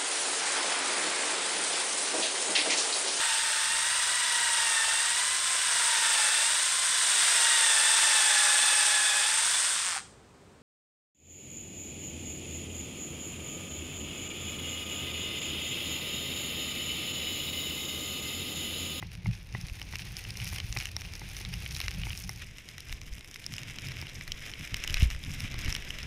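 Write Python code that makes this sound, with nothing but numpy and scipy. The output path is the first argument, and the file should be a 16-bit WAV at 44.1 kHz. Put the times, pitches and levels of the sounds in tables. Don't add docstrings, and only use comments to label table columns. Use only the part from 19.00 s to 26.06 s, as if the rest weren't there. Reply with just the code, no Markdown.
import sys
import numpy as np
from scipy import signal
from scipy.io import wavfile
from scipy.ndimage import uniform_filter1d

SR = 44100
rng = np.random.default_rng(int(sys.argv[2]) if len(sys.argv) > 2 else 0)


def field_ratio(decibels):
    return 10 ** (np.asarray(decibels, dtype=float) / 20)


def wav_out(sig):
    wavfile.write(sys.argv[1], SR, np.round(np.clip(np.atleast_2d(sig).T, -1, 1) * 32767).astype(np.int16))


N = 311414

# t/s, snow spray level/dB, fine dust level/dB
RIDE = [(0.0, -56, -67), (0.29, -58, -68), (0.55, -54, -61), (0.8, -51.5, -57), (1.36, -49.5, -52.5),
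        (1.63, -50.5, -54.5), (1.89, -51.5, -56), (3.01, -48.5, -54), (3.19, -53.5, -54),
        (3.4, -54.5, -59.5), (3.62, -55.5, -59.5), (3.89, -54.5, -61), (4.34, -56, -59.5),
        (4.68, -48, -56.5), (4.89, -47.5, -58), (5.19, -50.5, -57.5), (5.74, -47, -57),
        (5.94, -43.5, -50.5), (6.13, -52.5, -60.5), (6.41, -45.5, -51.5), (6.57, -44.5, -59.5),
        (7.06, -46.5, -54)]
# usual f/Hz, relative level/dB, time to fade by 60 dB/s
CASE = [(359, -4, 0.017), (510, -6.5, 0.0099), (845, -6.5, 0.013), (1052, -14, 0.013), (1577, 7.5, 0.011),
        (1750, -19.5, 0.055), (2060, 7, 0.024), (2327, 24.5, 0.0077), (2820, 18, 0.0073),
        (3200, 12.5, 0.0061), (3830, 21.5, 0.0044), (4345, 18, 0.0019), (5360, 23.5, 0.0044),
        (5600, -0.5, 0.012), (6630, 6, 0.011), (7800, 19, 0.0032), (9470, 17.5, 0.0046),
        (10030, 16.5, 0.0038), (10500, -17, 0.0015), (12340, 44, 0.0028), (12900, -6, 0.0016),
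        (15870, 17, 0.0017)]
SKIRT = 1.86


def evened(x):
    return x / np.sqrt(np.mean(x ** 2) + 1e-20)


def curve(rows, index):
    rows = np.array(rows)
    return np.interp(np.arange(N) / SR, rows[:, 0], rows[:, index])


def read(points, hz):
    f, value = np.transpose(points)
    return np.interp(np.log(hz + 1), np.log(f + 1), value, left=-90, right=-90)


def add(mix, s, sound):
    part = mix[max(round(s * SR), 0):][:len(sound)]
    part += sound[:len(part)]


def coloured(x, spectrum):
    log_gain = np.log(field_ratio(read(spectrum, abs(np.fft.fftfreq(8192, 1 / SR)))))
    phase = -signal.hilbert(log_gain).imag
    taps = np.fft.ifft(np.exp(log_gain + 1j * phase)).real[:4096]
    return evened(signal.oaconvolve(x, taps)[:N])


def mounts(x, on_pole, on_helmet):
    swap_s, swap_length_s = 3.42, 0.071
    helmet = np.clip((np.arange(N) / SR - swap_s) / swap_length_s + 0.5, 0, 1)
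    return (1 - helmet) * coloured(x, on_pole) + helmet * coloured(x, on_helmet)


def lumps(seconds, depth_db):
    size = int(seconds * SR)
    wander = uniform_filter1d(uniform_filter1d(rng.standard_normal(N), size), size)
    return field_ratio(depth_db * evened(wander))


def steadied(x, seconds, share):
    power = uniform_filter1d(x ** 2, int(seconds * SR))
    return evened(x / (abs(power) + 0.035) ** (share / 2))


def swelling(steady, bursts, index):
    power = field_ratio(curve(steady, index)) ** 2
    for start, length, *db in bursts:
        swell = np.hanning(int(SKIRT * length * SR))
        add(power, start - (SKIRT - 1) * length / 2, (field_ratio(db[index - 1]) * swell) ** 2)
    return np.sqrt(power)


def landing(strength_db, hz, below_db, above_db):
    range_middle_hz = [430, 900, 2100, 3100, 5600, 9400, 13500]
    answer_db = [-6.5, -5.5, -3, -0.5, -0.5, -3.5, -4.5]
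    nearest_db, nearest_octaves = 9.5, 0.11

    def level_db(at_hz):
        octaves = np.log2(np.array(at_hz) / hz)
        return strength_db - np.where(octaves < 0, -below_db, above_db) * octaves

    mode_hz = np.transpose(CASE)[0]
    near_db = nearest_db * np.exp(-(np.log2(mode_hz / hz) / nearest_octaves) ** 2)
    return level_db(mode_hz) + near_db, level_db(range_middle_hz) + answer_db


def strike(mode_db, range_db, chance, contact_s):
    range_edges_hz = [650, 1500, 2500, 4200, 7500, 11500]
    hz, db, t60 = np.transpose(CASE)
    t = np.arange(1500)[:, None] / SR
    spot, detune = chance[:len(hz)], chance[len(hz):2 * len(hz)]
    level = field_ratio(db + mode_db + 2.2 * spot - 60 * t / t60)
    rings = level * np.sin(2 * np.pi * hz * (1 + 0.044 * detune) * t)
    rings *= (1 - np.exp(-t * hz / 0.72)) ** 2
    u = np.arange(64) / (contact_s * SR)
    scratch = chance[-len(u):] * u * np.exp(-u)
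    rings = signal.fftconvolve(rings, scratch[:, None], axes=0)
    which = np.searchsorted(range_edges_hz, hz)
    out = 0
    for k, level_db in enumerate(range_db):
        ring = rings[:, which == k].sum(1)
        out = out + field_ratio(level_db) * ring / abs(ring).max()
    return out


def ticks():
    # t/s, strength/dB, strongest f/Hz, fall below it/dB per octave, fall above it/dB per octave
    clumps = [(0.4905, -41, 2530, 11, 6), (0.6128, -30.5, 5450, 18, 6), (0.6845, -32.5, 2450, 10, 4.9),
              (0.698, -33, 2570, 11, 4.4), (0.7975, -34, 3350, 7.4, 2.2), (0.816, -26, 2320, 8.7, 4),
              (0.9258, -31, 2130, 13, 3.3), (0.9561, -21.5, 2740, 12, 5.1), (0.9939, -26.5, 2180, 14, 9.4),
              (1.0201, -31, 2760, 20, 5.4), (1.1683, -19, 5450, 16, 17), (1.2508, -26, 2500, 18, 13),
              (1.3058, -24, 5330, 25, 11), (1.3727, -28.5, 5520, 7.2, 5.5), (1.4008, -25, 2640, 12, 8.8),
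              (1.4553, -30, 5220, 9.6, 6), (1.4687, -30.5, 2840, 17, 6.7), (1.562, -28, 2370, 11, 2.6),
              (1.5843, -25, 2750, 13, 4.4), (1.6014, -20.5, 2780, 12, 8), (1.7264, -18.5, 5300, 10, 18),
              (1.7719, -22, 2480, 8, 2.8), (1.7877, -22.5, 5330, 13, 8.2), (1.8093, -27, 2120, 12, 6),
              (1.8246, -28, 2540, 8.4, 4.4), (1.8558, -21, 2760, 15, 3.6), (1.8697, -29, 2930, 14, 6),
              (1.889, -34, 2850, 12, 6), (1.9154, -35, 5260, 11, 6), (1.9657, -18.5, 5060, 6.4, 11),
              (2.0098, -32.5, 5270, 11, 5.4), (2.0182, -30, 2870, 10, 6), (2.0502, -34, 2480, 6.3, 16),
              (2.1367, -28, 5000, 6.5, 6.7), (2.367, -27.5, 5300, 6.8, 12), (2.4505, -21.5, 3800, 9.9, 13),
              (2.5393, -24.5, 2750, 33, 3.4), (2.662, -21.5, 2430, 17, 12), (2.75, -25, 3260, 19, 5.6),
              (2.7647, -22, 5300, 7.4, 12), (2.8025, -20, 2450, 7.9, 2.9), (2.8146, -22, 2880, 21, 3.1),
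              (2.8403, -29, 2050, 14, 5.5), (2.8821, -15.5, 3010, 15, 11.4), (2.94, -32.5, 5350, 14, 6),
              (2.9474, -32.5, 2860, 23, 3.8), (3.035, -20, 2730, 13, 18), (3.105, -23.5, 2760, 12, 15),
              (3.1311, -26.5, 2790, 19, 6), (3.1756, -26.5, 5360, 8.3, 5.3), (3.239, -28, 5430, 18, 8.5),
              (3.2933, -23, 5380, 21, 4.2), (3.5838, -31.5, 2430, 13, 4.1), (3.6885, -29.5, 3250, 12, 8.2),
              (3.7814, -30.5, 2070, 11, 2), (3.8051, -29.5, 3170, 31, 2.2), (3.8953, -31, 2700, 10, 5.6),
              (3.9263, -22.5, 2300, 13, 4.9), (4.0155, -31.5, 2280, 10, 2.8), (4.1819, -35.5, 2640, 13, 5),
              (4.209, -34, 2020, 13, 3.9), (4.2458, -35, 2380, 11, 2), (4.3128, -32.5, 5800, 9.3, 6),
              (4.3422, -31.5, 3350, 11, 7.1), (4.3594, -28.5, 2280, 14, 5.3), (4.4424, -28, 3200, 21, 9.7),
              (4.4644, -20.5, 5780, 11.5, 9.7), (4.5385, -26, 3000, 11, 3), (4.5656, -29, 5800, 14, 6),
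              (4.5822, -24, 3050, 20, 7.9), (4.6332, -28.5, 2460, 21, 3.2), (4.6987, -28.5, 2170, 14, 6),
              (4.786, -22, 2780, 15, 7.7), (4.8859, -27, 3060, 16, 2.7), (4.919, -30.5, 2790, 11, 4.5),
              (5.015, -27, 5670, 8.9, 6.5), (5.025, -29, 2300, 8.1, 6), (5.069, -29.5, 2680, 11, 6.6),
              (5.0966, -33, 3340, 9.7, 4.7), (5.2105, -24.5, 1940, 30, 6.9), (5.278, -29.5, 2060, 15, 2),
              (5.3196, -16, 3250, 33, 9.1), (5.5372, -24, 3200, 15, 15), (5.7434, -16, 2440, 20, 3.7),
              (5.7678, -26.5, 5750, 15, 4.9), (5.839, -21, 2830, 13, 4.3), (5.8468, -27, 2060, 7.9, 3.7),
              (5.8764, -20, 2820, 15, 3.5), (5.8983, -20.5, 2890, 15, 6.7), (5.9426, -13, 2240, 20, 4.6),
              (5.9701, -18.5, 2780, 23, 9.4), (6.0064, -22, 2780, 14, 11), (6.0212, -21, 2890, 13, 5.6),
              (6.0305, -23.5, 3800, 14, 5.1), (6.0404, -30, 3740, 18, 3), (6.103, -23.5, 2960, 33, 5),
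              (6.1116, -28, 2310, 10, 5.5), (6.13, -32, 2970, 12, 7.1), (6.1488, -32, 2360, 11, 7.3),
              (6.2384, -22.5, 3820, 18, 12), (6.4047, -25.5, 2900, 11, 2.1), (6.4428, -33, 2130, 8.4, 7.7),
              (6.542, -29.5, 2080, 3.7, 3.1), (6.5904, -28.5, 2650, 19, 2), (6.647, -28, 2200, 11, 2),
              (6.6603, -25.5, 2850, 11, 6), (6.6795, -26, 2150, 11, 6), (6.6944, -27, 5070, 5.7, 6),
              (6.7032, -24.5, 2500, 17, 2.5), (6.726, -19.5, 5600, 7.2, 13), (6.7508, -18.5, 2880, 19, 6.3),
              (6.764, -24.5, 1910, 12, 2.3), (6.9054, -20, 3200, 19, 7.4), (6.9865, -27, 2350, 11, 3.7),
              (7.0025, -29, 3020, 16, 10), (7.0306, -25.5, 5460, 9.3, 13)]
    # t/s, strength/dB, fall below knock_hz/dB per octave
    knocks = [(0.026, -23.5, 3), (0.259, -23.5, 5), (0.549, -22.5, 4), (0.936, -26.5, 4.5), (1.527, -29, 3),
              (1.765, -19.5, 5), (2.216, -30.5, 3.5), (2.408, -33.5, 2.5), (2.803, -36, 3.5),
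              (3.068, -27, 4), (3.293, -23.5, 6), (5.025, -32.5, 0.5)]
    knock_hz, knock_above_db = 1977, 36
    rows = clumps + [(s, db, knock_hz, below_db, knock_above_db) for s, db, below_db in knocks]
    out, chance = np.zeros(N), rng.standard_normal((len(rows), 110))
    for (s, *spot), c in zip(rows, chance):
        add(out, s - 0.0004, strike(*landing(*spot), c, contact_s=0.00008))
    return out


def patter(count, size):
    over_spray_db, spread_db = 10, 3.5
    spots_hz = np.geomspace(2060, 8100, size)
    chance = rng.standard_normal((size, 110))
    kinds = [strike(*landing(0, hz, 19, 10), c, contact_s=0.000098) for hz, c in zip(spots_hz, chance)]
    out, spray_db = np.zeros(N), curve(RIDE, index=1)
    for when, strength, kind in rng.random((count, 3)):
        extra_db = -spread_db * np.log(1 - 0.95 * strength)
        db = spray_db[int(when * N)] + over_spray_db + extra_db
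        add(out, when * N / SR, field_ratio(db) * kinds[int(kind * size)])
    return out


def jolts():
    # t/s, level before onset and fade/dB, first f/Hz, last f/Hz, glide time/s, time to fade by 60 dB/s
    shoves = [(5.903, -22, 55, 52, 0.009, 0.15), (6.025, -6, 130, 48, 0.006, 0.09),
              (6.055, -15, 57, 57, 0.012, 0.12)]
    out, t = np.zeros(N), np.arange(SR // 4) / SR
    for s, db, first_hz, last_hz, glide_s, t60 in shoves:
        hz = last_hz + (first_hz - last_hz) * np.exp(-t / glide_s)
        swing = -np.sin(2 * np.pi * np.cumsum(hz) / SR)
        onset = 1 - np.exp(-t / 0.003)
        add(out, s, field_ratio(db - 60 * t / t60) * swing * onset)
    return out


def flakes(count):
    chance_per_sample = 500 * lumps(0.054, 4.0) / SR
    size_db = 7.5 * np.minimum(rng.exponential(1, N), 3.0)
    size = field_ratio(size_db) * (rng.random(N) < chance_per_sample)
    kind, out, t = rng.integers(0, count, N), np.zeros(N), np.arange(160) / SR
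    for k in range(count):
        u = t / rng.uniform(0.0001, 0.00031)
        scratch = rng.standard_normal(len(t)) * u * np.exp(-u)
        brightness = min(rng.uniform(0.24, 1.2), 1)
        grain = signal.lfilter([1, -brightness], 1, scratch)
        out += signal.oaconvolve(size * (kind == k), grain / np.linalg.norm(grain))[:N]
    return evened(out)


def spray():
    # f/Hz, relative level/dB
    on_pole = [(350, -25), (600, -21.5), (770, -6.5), (974, -15.5), (1390, -8.5), (2460, 2), (3110, -3),
               (4650, -5.5), (5340, -1.5), (6480, -6), (7650, -17), (9410, -9.5), (14600, -19.5),
               (15500, -19), (16400, -73)]
    on_helmet = [(350, -20), (700, -11), (850, -21), (1300, -10), (2250, 2), (2900, -1.5), (3700, -4.5),
                 (4600, -14.5), (5050, -2), (5800, -4.5), (7900, -13), (10000, -13.5), (14800, -21),
                 (15600, -46), (16400, -56)]
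    # start t/s, length/s, spray level/dB, dust level/dB
    puffs = [(0.014, 0.042, -56, -76), (0.115, 0.052, -53.5, -56.5), (0.244, 0.066, -49.5, -62),
             (0.318, 0.061, -51.5, -59.5), (0.925, 0.031, -48, -55), (1.398, 0.12, -46, -50.5),
             (1.548, 0.044, -42.5, -58), (1.755, 0.089, -45, -53), (2.747, 0.044, -49, -50),
             (3.087, 0.045, -46.5, -57), (3.399, .04, -44.5, -56), (3.877, .06, -49, -58),
             (4.573, 0.042, -54, -55), (5.863, .06, -45, -61), (5.961, 0.026, -39, -52),
             (5.993, 0.056, -39.5, -48), (6.102, 0.052, -48.5, -56), (6.433, 0.046, -46, -51),
             (6.586, 0.031, -64, -51), (6.67, .07, -44.5, -54)]
    hiss = mounts(rng.standard_normal(N) * lumps(0.0071, 2.24), on_pole, on_helmet)
    grains = mounts(flakes(count=40), on_pole, on_helmet)
    low_pass = signal.butter(2, 4500, fs=SR, output="sos")
    dull_hiss, dull_grains = signal.sosfiltfilt(low_pass, [hiss, grains])
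    body = evened(dull_hiss + field_ratio(-5.5) * dull_grains)
    dust = evened(hiss - dull_hiss + field_ratio(2) * (grains - dull_grains))
    body = swelling(RIDE, puffs, index=1) * body
    dust = swelling(RIDE, puffs, index=2) * lumps(0.067, 0.5) * dust
    return lumps(0.022, 1.3) * (body + dust)


def wind():
    # f/Hz, relative level/dB
    pole_buffet = [(7.1, -48), (12, -17.5), (43, 1.5), (90, -1), (120, -31.5), (200, -120)]
    helmet_buffet = [(7.1, -32), (12, 4), (26, -2), (70, -8), (90, -17), (120, -42), (200, -120)]
    pole_flutter = [(44, 0), (75, -13.5), (113, 1), (145, -11.5), (179, -8), (237, -29.5), (260, -34),
                    (340, -55), (570, -120)]
    helmet_flutter = [(44, -35), (75, 0.5), (124, -0.5), (137, 2.5), (161, -7), (260, -16.5), (340, -26.5),
                      (570, -120)]
    # f/Hz, relative level/dB
    roar_colour = [(120, -9.5), (200, -5), (316, -7), (402, -9), (609, -14.5), (776, -18), (1100, -17),
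                   (1430, -38), (2420, -120)]
    # t/s, buffeting level/dB, flutter level/dB
    stretches = [
        [(0.0, -49, -46.5), (0.62, -48, -51), (0.74, -47.5, -47.5), (2.23, -45.5, -48.5), (2.56, -46, -44),
         (3.0, -51, -48.5), (3.4, -49, -49.5)],
        [(3.45, -47.5, -53), (3.73, -60, -54.5), (4.1, -46, -54), (4.32, -57, -56), (4.76, -51, -47),
         (5.63, -50, -51.5), (5.85, -51, -53)],
        [(6.15, -47, -53), (6.214, -48, -49.5), (6.304, -41.5, -41), (6.508, -43, -46.5), (6.684, -42.5, -46.5),
         (6.948, -44, -48.5), (7.06, -47, -43.5)],
    ]
    # start t/s, length/s, buffeting level/dB, flutter level/dB
    gusts = [(0.249, 0.072, -40, -34), (0.535, 0.028, -42.5, -39), (0.631, 0.027, -40, -45.5),
             (0.716, 0.018, -32.5, -42), (0.918, 0.029, -39.5, -55), (1.265, 0.022, -43.5, -58),
             (1.483, 0.094, -40, -41), (1.63, 0.025, -38, -42), (1.688, 0.03, -35, -55),
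             (1.768, 0.025, -45, -37), (1.94, 0.019, -41.5, -55), (2.468, 0.022, -56, -38),
             (2.538, 0.11, -41, -49), (2.678, 0.12, -40.5, -40.5), (2.836, 0.067, -35, -44),
             (2.947, 0.19, -37.5, -38), (3.173, 0.064, -50, -47), (3.243, 0.04, -39, -43),
             (3.893, 0.069, -37.5, -47), (4.103, 0.047, -38, -66), (4.671, 0.05, -53, -43),
             (4.831, 0.088, -62, -42.5), (5.27, 0.08, -41, -54), (5.376, 0.029, -50, -55),
             (5.585, 0.052, -59, -45.5), (5.719, 0.043, -38, -44), (5.775, 0.036, -39, -58),
             (5.89, 0.19, -29.5, -43.5), (6.11, 0.076, -35, -57), (6.435, 0.024, -38, -32),
             (6.495, 0.055, -43, -43), (6.563, 0.032, -33, -39), (6.635, 0.078, -32.5, -39.5)]
    buffet = steadied(mounts(rng.standard_normal(N), pole_buffet, helmet_buffet), 0.052, share=1.0)
    flutter = steadied(mounts(rng.standard_normal(N), pole_flutter, helmet_flutter), 0.0275, share=0.41)
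    roar = coloured(rng.standard_normal(N) * lumps(0.021, 1.63), roar_colour)
    roar_db = -59 + 0.58 * (curve(RIDE, index=1) + 50)
    steady = stretches[0] + stretches[1] + stretches[2]
    buffet = swelling(steady, gusts, index=1) * buffet * lumps(0.013, 0.5)
    flutter = swelling(steady, gusts, index=2) * flutter * lumps(0.047, 3.54)
    return buffet + flutter + field_ratio(roar_db) * roar


def scene():
    return (ticks() + patter(count=90, size=36) + jolts() + spray() + wind())[None]


def top_cut(x):
    return signal.sosfilt(signal.butter(12, 16510, fs=SR, output="sos"), x)


def record(dry):
    limited = signal.sosfilt(signal.butter(8, 15600, fs=SR, output="sos"), dry)
    return top_cut(limited)


dry = scene()
out = record(dry)
wav_out(out)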